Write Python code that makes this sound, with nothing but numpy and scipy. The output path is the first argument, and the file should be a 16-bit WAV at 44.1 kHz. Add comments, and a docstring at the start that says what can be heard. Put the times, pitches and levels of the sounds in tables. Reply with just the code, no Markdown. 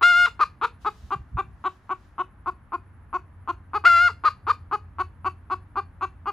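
"""A hen cackles on a lawn, a metre or so away: two long squawks, each followed by yelps and calming clucks.
Her voice is a source and a filter: the membranes of the syrinx make pulses, and the resonances of the
throat shape them. When she pushes hard, the vibration breaks into a higher register.
Fence and house echo faintly. Behind her are a far rumble and engine hum, the hush of open air,
a little rustling, a ticking insect and a few puffs of wind on the microphone."""
import sys
import numpy as np
from scipy import signal
from scipy.fft import rfft, irfft, next_fast_len
from scipy.io import wavfile
from scipy.ndimage import uniform_filter1d

SR = 44100
rng = np.random.default_rng(int(sys.argv[2]) if len(sys.argv) > 2 else 0)


def bounce(signal):
    """Save signal as a 16-bit WAV file at the path given by the first command-line argument."""
    frames = np.transpose(np.atleast_2d(signal))
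    limited = np.clip(frames, -1, 1)
    pcm = np.round(limited * 32767).astype(np.int16)
    wavfile.write(sys.argv[1], SR, pcm)


N = 278712
TIME = np.arange(N) / SR

# likeness of the background noise in left and right: frequency_hz, correlation
STEREO_COHERENCE = [(60, .94), (400, .98), (2400, .43)]
# colour of the far rumble: frequency_hz, relative_db
RUMBLE_SPECTRUM = [(20, -27), (55, 2.5), (90, -2.5), (150, -10.5), (300, -19.5), (600, -61.5)]
# course of the far rumble: time_s, level_db
RUMBLE_LEVELS = [(1.55, -50.5), (1.75, -56), (2.3, -51.5), (6.3, -50)]
# colour of the open air: frequency_hz, relative_db
AIR_SPECTRUM = [(250, -2), (550, -7), (1000, -2), (1700, -6), (3200, -25), (5000, -37), (8700, -45),
                (10400, -30), (12000, -52)]
# course of the engine hum: time_s, level_db
ENGINE_LEVELS = [(0, -56), (2.0, -65), (3.2, -56), (3.7, -47), (5.3, -49), (6.3, -52.5)]
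# colour of the rustling: frequency_hz, relative_db
RUSTLE_SPECTRUM = [(1000, -27.5), (3000, -3), (6500, -8.5), (9000, -17.5), (15000, -21.5)]
# course of the rustling: time_s, level_db
RUSTLE_LEVELS = [(.77, -99), (.82, -64.5), (1.1, -66), (1.25, -83), (1.55, -83.5), (1.72, -68.5),
                 (1.82, -79.5), (2.05, -72), (2.35, -105)]
# colour of wind on the microphone: frequency_hz, relative_db
WIND_SPECTRUM = [(20, -29.5), (65, 1.5), (130, -8.5), (220, -20.5), (1000, -86.5)]
# puffs of wind: centre_s, half_width_s, level_db
WIND_PUFFS = [(1.05, 0.018, -42.5), (1.158, 0.013, -35.5), (1.208, 0.0091, -34.5), (1.351, 0.02, -30),
              (1.47, 0.063, -46)]
# the insect's narrow band: frequency_hz, relative_db
INSECT_SPECTRUM = [(8700, -31), (9600, -7), (10300, -1), (11200, -5), (11800, -35)]
# echoes from fence and house, relative to the direct sound: frequency_hz, gain_db
ECHO_SPECTRUM = [(380, -11), (700, -18), (1200, -25), (2500, -10.5), (3400, -14), (4600, -9), (14000, -7.5)]
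# level between the two microphone ports: frequency_hz, left_over_right_db
PORT_LEVELS = [(750, 0), (1100, 2.5), (1400, 3.2), (2000, 0)]
# phase between the two ports: frequency_hz, left_lead_rad
PORT_PHASES = [(430, 0), (700, .45), (1200, .33), (7000, .4), (8400, -3.1), (12100, -9.4), (13500, -12)]
# throat resonances at effort 0, a soft voice: frequency_hz, gain_db
SOFT_THROAT = [(240, -15), (370, -9.5), (540, -30.5), (750, -9.5), (1120, 4), (1490, -10.5), (1750, -31.5),
               (2550, -24.5), (3100, -34), (4700, -46.5), (5300, -55), (6300, -48.5), (7400, -52.5),
               (10000, -54.5), (14000, -63)]
# at effort 1, a hard voice: frequency_hz, gain_db
HARD_THROAT = [(300, -21), (430, -9.5), (610, -36.5), (900, -9), (1220, 3.5), (1480, -6), (1830, -24),
               (2450, -26), (3200, -38), (4600, -34.5), (5700, -45.5), (7000, -49), (10000, -54),
               (14000, -64.5)]
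# at effort 2, the main resonance raised by the wide-open beak: frequency_hz, gain_db
WIDE_THROAT = [(400, -39), (700, -22), (1050, -14), (1400, 2), (1750, -14), (2100, -15), (2800, -18),
               (3500, -27.5), (4250, -30), (5000, -30.5), (5700, -37.5), (7000, -36), (10000, -46),
               (14000, -55.5)]
# upper resonance of the beak, read at the start of each call: time_s, resonance_hz
BEAK_RESONANCE = [(.1, 3850), (.42, 4160), (.65, 3670), (2.2, 3650), (2.45, 4550), (6.2, 4490)]
# soft clucks: start_s, length_s, top_pitch_hz, level_db, treble_db
SOFT_CLUCKS = [(0.848, .043, 438, -20.5, 1), (1.1064, .042, 410.7, -22, 1),
               (1.371, .040, 406.4, -21.5, -0.5), (1.6408, .041, 394.4, -21.5, -0.5),
               (1.8933, .041, 392, -23, -4), (2.1813, .041, 381, -22, -2), (2.4599, .040, 379.7, -22.5, -1),
               (2.7208, .039, 370.7, -23.5, -3), (3.1288, 0.043, 378.8, -22.5, -1.5),
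               (3.4753, .038, 366.7, -22.5, 1.5), (3.734, .046, 433.5, -21, 0),
               (4.713, .046, 433.7, -20.5, -1), (4.985, .038, 390.4, -21.5, 4.5),
               (5.2456, .040, 395, -21.5, 3), (5.5003, .043, 390, -22.5, 1.5),
               (5.757, .045, 410.4, -22, -1), (6.0102, .043, 397.8, -23, 3), (6.2576, .048, 419.6, -24, -1)]
# clucks that break: start_s, break_after_s, length_s, high_pitch_hz, level_db, roughness, treble_db
YELP_CALLS = [(0.3934, 0.014, 0.046, 625.7, -15, 0.41, 2), (0.6136, 0.028, .046, 499.5, -19, 0.7, 0),
              (4.2377, .012, .051, 632.5, -15, .45, 1), (4.468, 0.03, 0.049, 626.5, -14, 0.15, 0.5)]
# long squawks: start_s, break_after_s, break_roughness, treble_db, tail_level_db
SQUAWK_CALLS = [(.011, 0.015, .3, 1.5, -23.5), (3.8396, 0.01, .7, -3.5, -24.5)]
# the held note, one list for each squawk: time_s, pitch_hz, level_db
SQUAWK_NOTES = [
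    [(0.032, 682, -12.5), (0.04, 701.8, -11.5), (0.108, 710.9, -15), (0.134, 692.7, -17),
     (0.188, 711.3, -15.5), (0.258, 706, -16)],
    [(3.857, 677, -10.5), (3.871, 715, -8), (3.891, 691.7, -14), (3.981, 683.3, -14), (4.031, 712.4, -15),
     (4.067, 709, -15), (4.08, 687, -16)],
]
# rattles in a held note, its pulses alternating strong and weak: start_s, end_s, alternation_depth
NOTE_RATTLES = [(.05, .088, 0.03), (3.875, 3.9, 0.2), (3.93, 4.012, .15)]

CUTOFF_HZ = 15600
CLOSE_S, CLOSE_SAG, CLOSE_DB = .0036, .13, -8.5  # the syrinx shutting after a short call


def from_db(db):
    """Amplitude ratio: tenfold for every 20 dB."""
    return 10 ** (np.asarray(db) / 20)


def unit_rms(x):
    """Normalisation to unit mean power."""
    return x / np.sqrt(np.mean(x ** 2) + 1e-20)


def glide(a, b, share):
    """Linear blend, a share of the way from a to b."""
    return a + (b - a) * share


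def follow(rows, t):
    """Linear interpolation of a table's columns in time."""
    times, *columns = np.transpose(rows)
    return [np.interp(t, np.sort(times), column) for column in columns]


def at_hz(points, hz):
    """Interpolation of a spectrum on a log-frequency axis."""
    frequencies, values = np.transpose(points)
    return np.interp(np.log(np.maximum(hz, 1)), np.log(frequencies), values)


def bins(size):
    """Frequencies of a real Fourier transform."""
    return np.arange(size // 2 + 1) * SR / size


def flutter(size, rate_hz):
    """Random modulation: low-passed noise of unit rms."""
    return unit_rms(irfft(rfft(rng.standard_normal(size)) / (1 + (bins(size) / rate_hz) ** 2), size))


def noise(spectrum):
    """Partial coherence: coloured stereo noise of unit rms, its channels less alike in the treble."""
    hz = bins(N)
    alike = np.clip(at_hz(STEREO_COHERENCE, hz), 0, 1)
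    mid, side = rfft(rng.standard_normal((2, N))) * from_db(at_hz(spectrum, hz))
    return unit_rms(irfft(np.sqrt(1 + alike) * mid + np.sqrt(1 - alike) * side * [[1], [-1]], N))


def open_air(air_db=-61):
    """Ambient noise: a slowly varying far rumble under a steady, broad hush."""
    rumble = from_db(follow(RUMBLE_LEVELS, TIME)[0]) * noise(RUMBLE_SPECTRUM)
    return rumble + from_db(air_db) * noise(AIR_SPECTRUM)


def far_engine(hum_hz=88.2, waver=.025, throb=.67):
    """Frequency and amplitude modulation: one low tone wavers and throbs at random."""
    phase = 2 * np.pi * np.cumsum(hum_hz * (1 + waver * flutter(N, 7))) / SR
    hum = np.sqrt(2) * np.sin(phase) * (1 + throb * flutter(N, 17))
    return from_db(follow(ENGINE_LEVELS, TIME)[0]) * hum


def rustling():
    """Amplitude envelope: bright noise swells and fades in a faint rustle."""
    return from_db(follow(RUSTLE_LEVELS, TIME)[0]) * noise(RUSTLE_SPECTRUM)


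def wind():
    """Turbulence at the microphone: low noise in bell-shaped puffs."""
    puffs = sum(from_db(db) * np.exp(-((TIME - centre_s) / width_s) ** 2 / 2)
                for centre_s, width_s, db in WIND_PUFFS)
    return puffs * noise(WIND_SPECTRUM)


def insect(ticks_per_s=12.7, half_width_s=.018, level_db=-82, uneven_db=3):
    """Periodic gating of a narrow, high noise band: an insect ticks in the grass."""
    from_tick_s = ((TIME * ticks_per_s) % 1 - .5) / ticks_per_s
    ticks = np.exp(-(from_tick_s / half_width_s) ** 2 / 2)
    return from_db(level_db + uneven_db * flutter(N, 4)) * ticks * noise(INSECT_SPECTRUM)


def yard(voice, early_t60_s=.082, late_t60_s=.27, late_db=-19, first_echo_s=.012, spread=.35):
    """Reverberation: the direct sound and its scattered echoes reach two close microphone ports."""
    size = next_fast_len(N + SR)
    hz, t = bins(size), TIME[:SR]
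    decay = from_db(-60 * t / early_t60_s) + from_db(late_db - 60 * t / late_t60_s)
    decay *= np.clip(t / first_echo_s - 1, 0, 1)
    echoes = rng.standard_normal((2, SR)) * decay / np.sqrt(np.sum(decay ** 2))
    mid, side = rfft(echoes, size) * from_db(at_hz(ECHO_SPECTRUM, hz))
    sign = np.array([[1], [-1]])
    ports = from_db(sign * at_hz(PORT_LEVELS, hz) / 2) * np.exp(1j * sign * at_hz(PORT_PHASES, hz) / 2)
    return irfft(rfft(voice, size) * ((1 + mid) * ports + spread * side * sign), size)[:, :N]


def throat(spectrum, beak_hz, ripple_db, beak_db=10, beak_width_hz=400):
    """Tube resonance: a minimum-phase response makes each pulse ring on after it starts."""
    hz = np.linspace(0, SR / 2, len(ripple_db))
    peak_db = beak_db / (1 + ((hz - beak_hz) / beak_width_hz) ** 2)
    upper_ripple_db = ripple_db * np.clip(2 * hz / beak_hz - .5, 0, 1)
    log_gain = np.log(from_db(at_hz(spectrum, hz) + peak_db + upper_ripple_db))
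    mirrored = np.r_[log_gain, log_gain[-2:0:-1]]
    return np.exp(np.conj(signal.hilbert(mirrored)))[:len(hz)]


def syrinx(pitch_hz, rough, alternation, harmonics, jitter=.049, jitter_hz=600, rasp=13, rasp_hz=4500):
    """Membrane oscillation: under strain the pulses wander, alternate long and short, and hiss."""
    size, rough = len(pitch_hz), np.clip(rough, 0, 1)
    phase = 2 * np.pi * np.cumsum(pitch_hz * (1 + jitter * rough * flutter(size, jitter_hz))) / SR
    phase = phase - np.pi / 8 + .22 * rough * (np.cos(phase / 2) + np.sin(phase / 4))  # subharmonics
    pulses = np.sum(np.cos(harmonics * phase) * (harmonics * pitch_hz < CUTOFF_HZ), axis=0)
    hiss = signal.lfilter(*signal.butter(1, rasp_hz, "high", fs=SR), rng.standard_normal(size))
    opening = (1 + np.cos(phase)) / 2
    return pulses * (1 + alternation * np.cos(phase / 2)) + rasp * rough * hiss * opening


def pulse_edges(source, treble_db, treble_hz=2000, edge_hz=3800, edge_s=.013):
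    """Spectral tilt: membranes that close harder give sharper pulses with more treble."""
    treble = signal.filtfilt(*signal.butter(2, treble_hz, "high", fs=SR), source)
    source = source + treble * (from_db(treble_db) - 1)
    # the first pulses are round: their top edge comes in a little later
    edge = signal.filtfilt(*signal.butter(2, edge_hz, "high", fs=SR), source)
    return source - edge * np.exp(-(TIME[:len(source)] / edge_s) ** 2)


def call(start_s, pitch_hz, level_db, effort, rough, treble_db, alternation=0):
    """Source and filter: pulses from the syrinx pass through a throat that widens with effort."""
    harmonics = np.arange(1, 51)[:, None]
    # each pose of tongue and head ripples the upper resonances anew, least when the beak is wide
    ripple_db = 3.5 * flutter(2049, 600)
    beak_hz = follow(BEAK_RESONANCE, start_s)[0]
    responses = [throat(spectrum, beak_hz, ripple_db / (1 + i))
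                 for i, spectrum in enumerate((SOFT_THROAT, HARD_THROAT, WIDE_THROAT))]
    shares = [np.maximum(1 - abs(np.clip(effort, 0, 2) - i), 0) for i in range(len(responses))]
    blend = list(zip(shares, responses))
    hz = np.linspace(0, SR / 2, len(ripple_db))
    gains = sum(share * np.interp(harmonics * pitch_hz, hz, response) for share, response in blend)
    # only the smoothed gain is evened out: a quick slide off the resonance briefly fades the voice
    power = uniform_filter1d(np.sum(abs(gains) ** 2, axis=0) / 2, size=700, mode="nearest")
    source = syrinx(pitch_hz, rough, alternation, harmonics) * from_db(level_db) / np.sqrt(power)
    source = pulse_edges(source, treble_db)
    return sum(signal.fftconvolve(source * share, irfft(response)) for share, response in blend)


def closing(t, length_s):
    """Damping as the syrinx shuts: a sagging pitch factor and a fall in dB."""
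    shut = np.exp((t - length_s) / CLOSE_S)
    return 1 - CLOSE_SAG * np.minimum(shut, 1), CLOSE_DB * shut


def register_break(t, break_s, high_register, wind_up_s=.012, jump_s=.0016, low_rough=.24):
    """Register change: pitch, level and effort climb in the low register, then jump to the high one."""
    rise = 1 - np.exp(-t / wind_up_s)
    pitch_hz = glide(259.4, 493.4, rise)
    level_db = glide(-29.5, -20, rise)
    effort = glide(.41, .44, rise)
    low_register = (pitch_hz, level_db, effort, low_rough)
    broken = (1 + np.tanh((t - break_s) / jump_s / 2)) / 2
    return [glide(low, high, broken) for low, high in zip(low_register, high_register)]


def cluck(start_s, length_s, top_hz, level_db, treble_db, rise_s=.012, onset_db=-9, rough=.1,
          calm_hz=369, hz_per_effort=193, brighten=.7):
    """Low-register vibration: one arch of pitch, louder and brighter towards its top."""
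    t = np.arange(0, length_s + CLOSE_S, 1 / SR)
    rise = 1 - np.exp(-(t / rise_s) ** 2)
    sag, close_db = closing(t, length_s)
    swell_db = onset_db * (1 - rise) + close_db
    pitch_hz = top_hz * glide(.56, .98, rise) * sag
    effort = (top_hz - calm_hz) / hz_per_effort
    return call(start_s, pitch_hz, level_db + swell_db, effort, rough, treble_db + brighten * swell_db)


def yelp(start_s, break_s, length_s, high_hz, level_db, rough, treble_db, effort=.73, sink=.063):
    """Overdriven vibration: a cluck breaks into a rough high note that sinks and shuts at once."""
    t = np.arange(0, length_s + CLOSE_S, 1 / SR)
    sag, close_db = closing(t, length_s)
    progress = np.clip((t - break_s) / (length_s - break_s), 0, 1)
    pitch_hz = high_hz * (1 - sink * progress ** 2) * sag
    high_register = (pitch_hz, level_db + close_db, effort, rough)
    return call(start_s, *register_break(t, break_s, high_register), treble_db)


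def squawk(start_s, break_s, break_rough, treble_db, tail_db, note, held_rough=.012, settle_s=.012,
           tail_s=.031, tail_hz=361, fall_s=.016, drop_s=.0043, fade_db_per_s=448):
    """Sustained high register: the voice breaks, holds a clear note, then drops into a rough tail."""
    release_s = note[-1][0]
    time_s = np.arange(start_s, release_s + tail_s, 1 / SR)
    t, released_s = time_s - start_s, np.maximum(time_s - release_s, 0)
    held_hz, held_db = follow(note, time_s)
    alternation = sum(depth * ((time_s > begin) & (time_s < end)) for begin, end, depth in NOTE_RATTLES)
    rough = held_rough + break_rough * np.exp(-np.maximum(t - break_s, 0) / settle_s) + .4 * alternation
    fall, drop = 1 - np.exp(-released_s / fall_s), 1 - np.exp(-released_s / drop_s)
    pitch_hz = glide(held_hz, tail_hz, fall)
    level_db = glide(held_db, tail_db, drop) - fade_db_per_s * released_s
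    effort = glide(2, .5, fall)  # the beak is wide open until the release
    high_register = (pitch_hz, level_db, effort, glide(rough, .6, drop))
    return call(start_s, *register_break(t, break_s, high_register), treble_db, alternation)


def add(track, start_s, sound):
    """Superposition of a sound on the track from its start time."""
    part = track[max(round(start_s * SR), 0):][:len(sound)]
    part += sound[:len(part)]


def hen(lowest_hz=260):
    """High-pass filtering: her clucks, yelps and squawks, laid on one track, carry little bass."""
    voice = np.zeros(N)
    for row in SOFT_CLUCKS:
        add(voice, row[0], cluck(*row))
    for row in YELP_CALLS:
        add(voice, row[0], yelp(*row))
    for row, note in zip(SQUAWK_CALLS, SQUAWK_NOTES):
        add(voice, row[0], squawk(*row, note))
    return signal.sosfilt(signal.butter(2, lowest_hz, "high", fs=SR, output="sos"), voice)


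def scene():
    """Superposition of the hen, her echoes and the outdoor background."""
    return yard(hen()) + open_air() + far_engine() + rustling() + wind() + insect()


def record(dry):
    """Band limiting: everything above the cutoff is removed."""
    return irfft(rfft(dry) * (bins(N) < CUTOFF_HZ), N)


dry = scene()
out = record(dry)
bounce(out)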